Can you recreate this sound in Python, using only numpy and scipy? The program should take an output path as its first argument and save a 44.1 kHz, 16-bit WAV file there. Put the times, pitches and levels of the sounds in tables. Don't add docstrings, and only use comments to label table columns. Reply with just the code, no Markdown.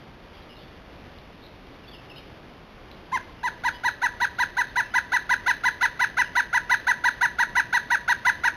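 import sys
import numpy as np
from scipy import signal
from scipy.fft import rfft, irfft
from scipy.io import wavfile
from scipy.ndimage import uniform_filter1d, map_coordinates

SR = 44100
rng = np.random.default_rng(int(sys.argv[2]) if len(sys.argv) > 2 else 0)


def put_to_file(sound):
    columns = np.atleast_2d(sound).T
    safe = np.clip(columns, -1, 1)
    whole_steps = np.round(safe * 32767)
    wavfile.write(sys.argv[1], SR, whole_steps.astype(np.int16))


N = 377496
SAMPLE_HZ = 8000


def from_db(db):
    return 10 ** (np.asarray(db) / 20)


def rms_one(x):
    return x / np.sqrt(np.mean(x ** 2))


def at_hz(points, hz):
    point_hz, point_db = np.array(points)[:, 0], np.array(points)[:, 1]
    return np.interp(np.log(hz), np.log(point_hz), point_db)


def flutter(size, rate_hz):
    r = np.exp(-2 * np.pi * rate_hz / SR)
    noise = rng.standard_normal(size + 999)
    settled = signal.lfilter([1], [1, -2 * r, r * r], noise)[999:]
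    return rms_one(settled)


def hush():
    # f/Hz, level/dB per Hz
    hush_colour = [(12, -30), (20, -5), (49, -1), (180, -5.5), (320, -7), (357, -7.5), (456, -9),
                   (594, -10), (1480, -15.5), (2510, -17), (3740, -17), (4000, -22), (5200, -66),
                   (8800, -120)]
    level_db, drift_db, drift_hz = -45, .5, 3.0
    hz = np.fft.rfftfreq(N, 1 / SR)[1:]
    colour = from_db(at_hz(hush_colour, hz)) * (hz < SAMPLE_HZ / 2)
    spectrum = rfft(rng.standard_normal(N)) * np.r_[0, colour]
    noise = rms_one(irfft(spectrum, N))
    return from_db(level_db + drift_db * flutter(N, drift_hz)) * noise


def songbird():
    # t/s, length/s, start f/Hz, middle f/Hz, end f/Hz, level/dB,
    # level change over the whistle/dB, waver (0 to 1)
    whistles = [(.33, .06, 3400, 3080, 3150, -50, -8, 0.84), (.415, .02, 3900, 3960, 3900, -53, -2.5, .3),
                (0.484, 0.059, 2970, 2800, 2750, -46.5, -5, .5), (.55, 0.11, 3960, 3410, 3370, -49, -8, .3),
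                (.56, 0.065, 2700, 3120, 3180, -50, -9, .3), (1.413, .05, 3490, 3750, 3480, -51, 1, .9),
                (1.832, .023, 2950, 2780, 2600, -50, -1.5, .05),
                (1.865, .032, 3240, 3460, 3670, -49.5, 4, 0),
                (1.911, 0.051, 3600, 3030, 2600, -48, 5, 0.06),
                (1.982, .018, 2800, 2650, 2560, -45, -.1, .05),
                (2.094, 0.048, 3030, 2610, 2600, -40.5, -9, 0.06),
                (2.149, .035, 3700, 3820, 3610, -52, 4, 0.1),
                (2.158, 0.021, 2640, 2920, 3230, -44, 1.5, .05),
                (2.175, .043, 3240, 2400, 2200, -43, -12, .05),
                (3.385, .03, 3050, 2860, 2650, -54, 1.5, .15),
                (3.718, 0.044, 3360, 3250, 3300, -47.5, -7, .15),
                (3.735, .045, 2950, 2950, 2950, -46, -4, .15),
                (4.644, .06, 3783, 3700, 3554, -51, -.1, .15), (4.815, .05, 2570, 2660, 2760, -51, 5, .15),
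                (4.907, 0.028, 3020, 3020, 3020, -52, 0, .15), (6.24, .03, 3176, 2910, 2650, -44, 3, .15)]
    steady_waver_db, full_waver_db = 1.5, 3.5
    full_waver_pitch = .065
    out = np.zeros(N)
    bend, flicker = flutter(N, 60), flutter(N, 90)
    for s, length, *glide_hz, level_db, fade_db, waver in whistles:
        along = np.linspace(0, 1, round(length * SR))
        start = round(s * SR)
        span = slice(start, start + len(along))
        glide = np.interp(along, [0, .5, 1], glide_hz)
        hz = glide * (1 + full_waver_pitch * waver * bend[span])
        spread_db = steady_waver_db + full_waver_db * waver
        loud_db = level_db + fade_db * along + spread_db * flicker[span]
        soft_ends = signal.windows.tukey(len(along), .4)
        out[span] += from_db(loud_db) * soft_ends * np.sin(2 * np.pi * np.cumsum(hz) / SR)
    return out


def twigs():
    # t/s, level/dB
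    ticks = [(1.1862, -39.5), (2.9148, -36)]
    # f/Hz, level/dB, time to fall by 60 dB/s
    wood_modes = [(3900, -1, .02), (3500, -5, .012), (3000, -6, .01)]
    out, t = np.zeros(N), np.arange(SR // 20) / SR
    ring = np.zeros(len(t))
    for hz, level_db, t60 in wood_modes:
        ring += from_db(level_db - 60 * t / t60) * np.sin(2 * np.pi * hz * t)
    for s, tick_db in ticks:
        out[round(s * SR):][:len(t)] += from_db(tick_db) * ring
    return out


def woodpecker():
    # t of the jump up in pitch/s, lead-in/s, crown/s, reference pitch near the top f/Hz, level/dB
    notes = [(3.127, 0.012, 0.037, 1052, 3), (3.438, .0096, 0.036, 988, 0), (3.649, .016, .032, 982, 1.5),
             (3.848, .016, 0.032, 981, 1.5), (4.031, 0.017, 0.029, 981, 1.8),
             (4.215, .016, .0292, 977, 0.7), (4.399, .017, 0.029, 987, 0.6), (4.581, .016, .029, 989, 0.4),
             (4.77, .016, 0.03, 990.4, 0.3), (4.953, .017, 0.027, 994, 0.9), (5.134, .018, 0.029, 989, 0.7),
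             (5.308, 0.018, 0.026, 996, 1.1), (5.479, 0.02, 0.027, 999, 1.1), (5.653, .02, 0.028, 998, 0.5),
             (5.827, 0.02, .026, 992, 1.1), (6.011, 0.02, .0278, 994, 0.2), (6.187, 0.02, 0.027, 990, 0.9),
             (6.369, 0.019, 0.028, 981, 1.2), (6.545, .019, .027, 989, 0.8), (6.712, .019, 0.027, 993, 1.7),
             (6.882, .016, .028, 987, 1.5), (7.052, 0.016, 0.029, 981, 1.2), (7.225, .018, 0.027, 979, 1.8),
             (7.399, .016, 0.028, 970, 1.5), (7.568, .018, 0.028, 986, 1.5), (7.74, .016, 0.029, 978, .6),
             (7.915, 0.015, 0.031, 969, 0.6), (8.093, 0.017, .027, 971, 1), (8.267, .02, 0.026, 996, 2.5),
             (8.45, .017, 0.027, 970, 1)]
    # place (-1 to 0 lead-in, 0 to 1 crown, then the fall),
    # pitch (share of the reference), effort level/dB, fundamental level/dB
    note_shape = [(-1.15, .63, -34.5, -10), (-.75, .69, -3, -8.5), (-.1, .81, -2, -2), (.1, .975, -5, 6.5),
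                  (0.292, 1.001, -1.1, 2.5), (0.545, 1.007, 0.64, -0.35), (.78, .963, 1.1, -2.5),
                  (1.0, .88, 1.1, -2.5), (1.2, .812, -0.24, -20), (1.35, 0.753, 2.5, -11.5),
                  (1.45, 0.6, -12, -7), (1.625, 0.65, -38, -13)]
    harmonics_db = [-21.5, -18, -30.5, -36, -42, -49.5]
    # f/Hz, level/dB
    throat = [(600, -9.5), (800, -5.5), (950, 1), (1380, -5), (1600, 2), (1780, -6.5), (1950, -1.5),
              (2150, -2), (2330, -9.5), (2550, -0.5), (2950, -10.5), (3200, -5.5), (3600, 4), (4200, 1),
              (5000, -22), (6500, -23)]
    # t/s, third harmonic level/dB, higher harmonics level/dB
    facing = [(3.1, 2, -1), (3.6, 2, 4), (4.4, -0.5, 1), (5.2, 0, 1), (6.2, 2, -0.4), (7.3, -.3, -1.7),
              (8.501, -.3, -0.2)]

    breathy_db = -28.5
    wobble_share = .0028
    uneven_db = 1.5
    full_lead_s, skip_per_s = .018, 7.17
    warm_up_s, beak_warm_up_s = .62, 1.02
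    overtones_db, cold_overtones_db = 3.5, -11
    closed_beak_db, cold_closed_beak_db = .95, -9
    cold_onset_db = -4
    upper_db, upper_fade_db = 7, -14
    upper_lead_db, upper_fall_db = 2, -1.5
    third_follows = .32

    out = np.zeros(N)
    place, share, effort_db, first_db = np.transpose(note_shape)
    crown_db = upper_db + upper_fade_db * place
    swing_db = np.select([place < 0, place > 1], [upper_lead_db, upper_fall_db], crown_db)
    source_db = np.array(harmonics_db)[:, None]
    order = np.arange(1, len(harmonics_db) + 1)[:, None]
    when, *facing_db = np.transpose(facing)
    wobble, breath = flutter(N, 120), flutter(N, 230)
    for s, lead, crown, top_hz, level_db in notes:
        cold, stiff = np.exp((notes[0][0] - s) / np.array([warm_up_s, beak_warm_up_s]))
        knots = place * np.where(place < 0, lead, crown)
        t = np.arange(knots[0], knots[-1], 1 / SR)
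        start = round((s + knots[0]) * SR)
        span = slice(start, start + len(t))

        def smooth(column):
            return uniform_filter1d(np.interp(t, knots, column), size=90, mode="nearest")

        in_lead = (place < 0) * (place > -1)
        arch = smooth(share + skip_per_s * (full_lead_s - lead) * in_lead)
        hz = top_hz * arch * (1 + wobble_share * wobble[span])

        third_db, higher_db = (np.interp(s, when, column) for column in facing_db)
        closed = smooth(np.clip(1 - 2 * place, 0, 1))
        beak_db = overtones_db + cold_overtones_db * cold
        beak_db = beak_db + (closed_beak_db + cold_closed_beak_db * stiff) * closed
        beak_db = beak_db + uneven_db * rng.standard_normal(order.shape) * (order > 2)
        beak_db += (order == 3) * (third_db + third_follows * smooth(swing_db))
        beak_db += (order > 3) * (higher_db + smooth(swing_db))
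        fundamental_db = smooth(first_db) + cold_onset_db * cold * closed
        extra_db = np.where(order == 1, fundamental_db, beak_db)

        gain = from_db(source_db + at_hz(throat, order * hz) + extra_db)
        gain = gain * (1 + from_db(breathy_db) * order * breath[span])
        turns = order * np.cumsum(hz) / SR + rng.random(order.shape)
        swell = from_db(level_db + smooth(effort_db)) * signal.windows.tukey(len(t), .25)
        out[span] += swell * np.sum(gain * np.sin(2 * np.pi * turns), axis=0)
    return out


def scattering():
    # level/dB, time to fall by 60 dB/s
    scatter_parts = [(-13.5, 0.12), (-18, 0.59)]
    # f/Hz, level/dB
    leaf_colour = [(500, -3), (1000, -2.5), (1550, -3), (1750, 5.5), (1980, 1), (2600, 2.5), (3300, 7.5),
                   (4000, 5.5)]
    t, answer = np.arange(SR) / SR, np.zeros(SR)
    for level_db, t60 in scatter_parts:
        clumps = from_db(3.75 * flutter(SR, 67))
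        trunks = rng.standard_normal(SR) * clumps
        build_up = 1 - np.exp(-t / .008)
        scatter = trunks * from_db(-60 * t / t60) * build_up
        answer += from_db(level_db) * scatter / np.sqrt(np.sum(scatter ** 2))
    hz = np.arange(SR // 2 + 1) + 1
    return irfft(rfft(answer) * from_db(at_hz(leaf_colour, hz)), SR)


def woods(near, far):
    # delay/s, level/dB
    echoes = [(.0035, -22.5), (.012, -20.5), (.024, -20.5)]
    far_wet_db = 7
    out = near + far
    for late, level_db in echoes:
        delay = round(late * SR)
        out[delay:] += from_db(level_db) * near[:-delay]
    send = near + from_db(far_wet_db) * far
    shift_hz = .8 + .5 * flutter(N, 2.62)
    blend = 2 * np.pi * np.cumsum(shift_hz) / SR
    for weight in np.sin(blend), np.cos(blend):
        out += signal.fftconvolve(send * weight, scattering())[:N]
    return out


def scene():
    near = woodpecker() + twigs()
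    return (woods(near, songbird()) + hush())[None]


def record(dry):
    cutoff_hz = 15750
    taken = np.arange(0, N, SR / SAMPLE_HZ)
    samples = map_coordinates(dry[0], [taken], order=3, mode="nearest")
    joined = np.interp(np.arange(N), taken, samples)
    top_cut = signal.ellip(12, .3, 70, cutoff_hz, fs=SR, output="sos")
    return signal.sosfilt(top_cut, joined)[None]


dry = scene()
out = record(dry)
put_to_file(out)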